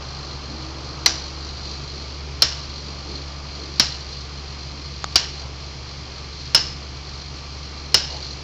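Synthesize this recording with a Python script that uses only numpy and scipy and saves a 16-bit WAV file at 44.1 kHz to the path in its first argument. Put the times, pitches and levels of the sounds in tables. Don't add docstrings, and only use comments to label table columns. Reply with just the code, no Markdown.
import sys
import numpy as np
from scipy import signal
from scipy.fft import rfft, irfft, next_fast_len
from scipy.io import wavfile
from scipy.ndimage import map_coordinates

SR = 44100
rng = np.random.default_rng(int(sys.argv[2]) if len(sys.argv) > 2 else 0)


def store_wav(level_fs):
    pcm = np.round(np.clip(np.atleast_2d(level_fs), -1, 1) * 32767)
    wavfile.write(sys.argv[1], SR, pcm.T.astype(np.int16))


N = 371763
TIME = np.arange(N) / SR


def hammer(ring_t60=0.06, clank_t60=0.023, knock_t60=0.043, grip_t60=0.081):
    # (time [s], strength [dB], ring [Hz], clank [Hz], trunk knock [Hz],
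    # then relative levels: ring [dB], clank [dB], low ring [dB], knock [dB])
    blows = [(1.0605, -4.5, 5910, 4163, 2027, -5, -0.5, -24.5, -7.5),
             (2.421, -3.5, 5280, 4190, 1340, -3, -7, -12, -11),
             (3.797, -3.5, 5260, 4540, 253, -9, -9, -11.5, -13.5),
             (5.1573, -3.5, 5350, 4700, 720, -10, -3, -10, -13),
             (6.547, -3.5, 5180, 4246, 1400, 1, -10.5, -10, -8),
             (7.9436, -3, 5184, 4330, 388, -2, -12.5, -8, -12.5)]
    # (frequency [Hz], relative level [dB], ungripped t60 [s])
    steel_modes = [(1597, -15.5, 0.028), (2010, -28.5, 0.046), (3980, -17, 0.066), (4180, -9, 0.035),
                   (4616, -9, 0.033), (5056, -10.5, .04), (5550, -13, 0.052), (5630, -9.5, 0.044),
                   (7040, -16.5, 0.046)]
    # (frequency [Hz], relative level [dB], ungripped t60 [s])
    low_ring = [(2882, -1, 0.057), (3073, -5, 0.044)]
    # (frequency [Hz], spectral level [dB])
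    crack_spectrum = [(100, -3), (250, -5.5), (700, -4), (1500, -3.5), (2400, -3.5), (3500, -1),
                      (5000, 4.5), (6200, -1), (8000, -1.5)]
    track, t = np.zeros(N), np.arange(SR // 4) / SR
    attack = 1 - np.exp(-t / 0.00023)
    grip = fade(t, grip_t60)
    for s, db, ring_hz, clank_hz, knock_hz, ring_db, clank_db, low_db, knock_db in blows:
        modes = steel_modes + [(ring_hz, ring_db, ring_t60)]
        modes += [(hz, level + low_db, t60) for hz, level, t60 in low_ring]
        steel = amp(5.5) * ring(modes, t)
        clank = amp(13) * ring([(clank_hz, clank_db, clank_t60)], t)
        knock = ring([(knock_hz, knock_db, knock_t60)], t)
        crack = amp(3.5) * noise(crack_spectrum, size=len(t)) * fade(t, 0.065)
        add(track, s, amp(db) * ((steel + clank + crack) * grip + knock) * attack)
        colour = lambda hz: np.sqrt(resonances(modes, hz) + amp(along(crack_spectrum, hz) - 29.5) ** 2)
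        add(track, s, amp(db + 16.45) * forest_echo(colour))
    return track


def forest_echo(colour, near_db=4.0, near_t60=0.11, spread_db=6):
    # (frequency [Hz], t60 [s])
    decay_times = [(200, 0.56), (1000, 0.52), (3000, 0.54), (5000, 0.45), (8000, 0.45)]
    size = SR * 3 // 4
    t = np.arange(size) / SR
    reflections = unit(rng.standard_normal(size) * amp(spread_db * rng.standard_normal(size)))
    hz, frame_times, bands = signal.stft(filtered(reflections, colour), SR, nperseg=256)
    decay = fade(frame_times, along(decay_times, hz)[:, None])
    hillside = signal.istft(bands * decay, SR, nperseg=256)[1][:size]
    near_boost = 1 + amp(near_db) * fade(t, near_t60)
    return hillside * near_boost * (1 - np.exp(-t / 0.00059))


def far_engine(firing_hz=70, drift=0.00817, rumble_db=-40.5):
    # (time [s], level [dB])
    hum_levels = [(0, -36.5), (1.6, -34.5), (5.6, -36.5), (8.43, -36)]
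    # (multiple of the firing rate, relative level [dB])
    orders = [(1, 0.5), (2, -7.5), (3, -23.5)]
    # (frequency [Hz], level [dB], flutter [share of pitch])
    machine_tones = [(300.6, -55, .004), (1180, -53, .014)]
    # (frequency [Hz], spectral level [dB])
    rumble_spectrum = [(15, -12.5), (28, -6.5), (48, -4), (90, -3.5), (108, -11.5), (120, 4), (150, -2.5),
                       (180, -9.5), (260, -27.5)]
    phase = wavering_phase(firing_hz, drift, rate=4)
    hum = sum(amp(db + 0.5 * k * wobble(4.8)) * np.sin(round(k) * phase) for k, db in orders)
    tones = sum(amp(db + 2 * wobble(8.2)) * np.sin(wavering_phase(hz, flutter, rate=60))
                for hz, db, flutter in machine_tones)
    hum_gain = amp(curve(hum_levels) + 0.4 * wobble(3.3))
    return hum_gain * unit(hum) + tones + amp(rumble_db) * noise(rumble_spectrum)


def idling_saw(idle_hz=48.4, shake_t60=0.04):
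    # (time [s], relative level [dB])
    jingle_levels = [(0.0, -42), (1.03, -40.5), (1.43, -39), (1.67, -37.5), (2.32, -42), (2.6, -41),
                     (3.43, -42.5), (3.83, -39), (4.81, -42.5), (7.61, -43), (8.1, -40.5), (8.43, -42)]
    # (frequency [Hz], width [Hz], relative level [dB])
    bar_modes = [(4212, 58, 4.5), (4400, 170, -2), (4614, 220, -2), (4770, 300, -31), (5660, 210, -13),
                 (6110, 2700, -22.5)]
    turns = wavering_phase(idle_hz, 0.016, rate=8) / (2 * np.pi)
    firings = np.diff(np.floor(turns), prepend=0) * amp(rng.uniform(-5, 5, N))
    t = np.arange(SR // 10) / SR
    jolt = fade(t, shake_t60) * (1 - np.exp(-t / 0.0041))
    shake = signal.fftconvolve(firings, jolt)[:N]
    links = (unit(shake) + 1) * rng.standard_normal(N)
    bar = lambda hz: sum(amp(db) * 1j * hz * width / (centre ** 2 - hz ** 2 + 1j * hz * width)
                         for centre, width, db in bar_modes)
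    return amp(curve(jingle_levels) + 1.97 + 1.8 * wobble(8.9)) * unit(filtered(links, bar))


def chain_clinks(taps_per_s=8.3, level_db=-37.5, spread_db=4.5, t60=0.016):
    # (frequency [Hz], spectral level [dB])
    clink_spectrum = [(1500, -22), (4000, -7.5), (6000, -2), (8000, 5)]
    taps = (rng.random(N) < taps_per_s / SR) * amp(level_db + spread_db * rng.uniform(-1, 1, N))
    decay = fade(np.arange(SR // 20) / SR, t60)
    return signal.fftconvolve(taps, decay)[:N] * noise(clink_spectrum)


def wind(gust_db=-46, gust_follows=0.54, hiss_db=-40.5):
    # (time [s], level [dB])
    breeze_levels = [(0, -41.5), (1.3, -42), (4.3, -46.2), (8.43, -46)]
    # (frequency [Hz], spectral level [dB])
    breeze_spectrum = [(200, -16.5), (480, -3), (700, -1), (1000, -1.5), (1200, 0), (1450, -6.5),
                       (1900, -15.5), (3000, -45)]
    gust_spectrum = [(100, -25.5), (170, -1), (250, -0.5), (350, 0.5), (450, -2), (650, -15.5),
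                     (1200, -34.5)]
    hiss_spectrum = [(500, -19.5), (1400, -2.5), (1850, 0), (2300, 5.5), (2800, 2.5), (3300, 4.5),
                     (3800, -2), (5000, 6.5), (5900, -1), (8000, -5)]
    breeze_db = curve(breeze_levels)
    breeze = amp(breeze_db + 0.9 * wobble(6)) * noise(breeze_spectrum)
    lift_db = gust_follows * (breeze_db - breeze_db.mean())
    gusts = amp(gust_db + lift_db + 1.16 * wobble(7.4)) * noise(gust_spectrum)
    return breeze + gusts + amp(hiss_db) * noise(hiss_spectrum)


def dry_tick():
    # (time [s], strength [dB])
    ticks = [(5.0429, -8)]
    # (frequency [Hz], relative level [dB], t60 [s])
    modes = [(380, -20, 0.0074), (840, -6.5, 0.0075), (1200, -5, 0.012), (3640, -9, 0.0075),
             (4560, -8, 0.0062), (6770, -3, 0.0061)]
    track, t = np.zeros(N), np.arange(SR // 20) / SR
    knock = sum(amp(db) * fade(t, t60) * np.cos(2 * np.pi * hz * t) for hz, db, t60 in modes)
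    for s, db in ticks:
        add(track, s, amp(db) * knock)
    return track


def rustles_and_far_echoes(width_octaves=0.81):
    # (time [s], level [dB], band centre [Hz], half length [s])
    swells = [(.516, -38, 199, 0.077), (3.14, -40, 330, 0.11), (3.656, -43, 332, 0.14),
              (5.438, -42.5, 796, 0.057), (8.15, -41, 650, 0.068)]
    track = np.zeros(N)
    for s, db, centre, half_length in swells:
        band = lambda hz: np.exp(-(np.log2((hz + 1) / centre) / width_octaves) ** 2)
        track += amp(db) * swell(s, half_length) * unit(filtered(rng.standard_normal(N), band))
    return track


def far_whine(pitch_hz=322, flicker_db=1.2):
    # (time [s], level [dB], half length [s])
    swells = [(.68, -40.5, 0.14), (1.08, -42, 0.13), (1.39, -42.5, .1)]
    envelope = sum(amp(db) * swell(s, half_length) for s, db, half_length in swells)
    phase = wavering_phase(pitch_hz, 0.012, rate=27)
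    return envelope * amp(flicker_db * wobble(10)) * np.sin(phase)


def amp(db):
    return 10 ** (np.asarray(db) / 20)


def unit(x):
    return x / np.sqrt(np.mean(x ** 2) + 1e-20)


def along(points, hz):
    frequencies, values = np.transpose(points)
    return np.interp(np.log(hz + 1), np.log(frequencies + 1), values)


def curve(points):
    return np.interp(TIME, *np.transpose(points))


def wobble(rate):
    return map_coordinates(rng.standard_normal(int(N * rate / SR) + 4), [TIME * rate])


def wavering_phase(hz, share, rate):
    return 2 * np.pi * np.cumsum(hz * (1 + share * wobble(rate))) / SR


def filtered(x, response):
    size = next_fast_len(len(x) + 8192)
    return irfft(rfft(x, size) * response(np.fft.rfftfreq(size, 1 / SR)), size)[:len(x)]


def noise(spectrum, size=N):
    return unit(filtered(rng.standard_normal(size), lambda hz: amp(along(spectrum, hz))))


def fade(t, t60):
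    return np.exp(-np.log(1000) * t / t60)


def swell(s, half_length):
    return np.exp(-((TIME - s) / half_length) ** 2)


def ring(modes, t):
    return sum(rng.choice([-1, 1]) * amp(db) * fade(t, t60) * np.sin(2 * np.pi * hz * t)
               for hz, db, t60 in modes)


def resonances(modes, hz, width_hz=105):
    return sum(amp(2 * db) * t60 / (1 + ((hz - centre) / width_hz) ** 2) ** 2
               for centre, db, t60 in modes)


def add(track, s, sound):
    part = track[round(s * SR):][:len(sound)]
    part += sound[:len(part)]


def scene():
    mix = (hammer() + dry_tick() + far_engine() + far_whine()
           + idling_saw() + rustles_and_far_echoes() + wind() + chain_clinks())
    return mix[None]


def record(dry, ceiling=0.73, hardness=7, top_hz=16400):
    # (frequency [Hz], gain [dB])
    microphone = [(5800, -0.5), (6500, -4), (7000, -8), (7500, -14), (8000, -23), (8400, -37), (8900, -98)]
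    roll_off = [(10000, 0), (16000, -14.0)]
    dull = filtered(dry[0], lambda hz: amp(along(microphone, hz)))
    clipped = dull / (1 + np.abs(dull / ceiling) ** hardness) ** (1 / hardness)
    return filtered(clipped, lambda hz: amp(along(roll_off, hz)) * (hz < top_hz))[None]


dry = scene()
out = record(dry)
store_wav(out)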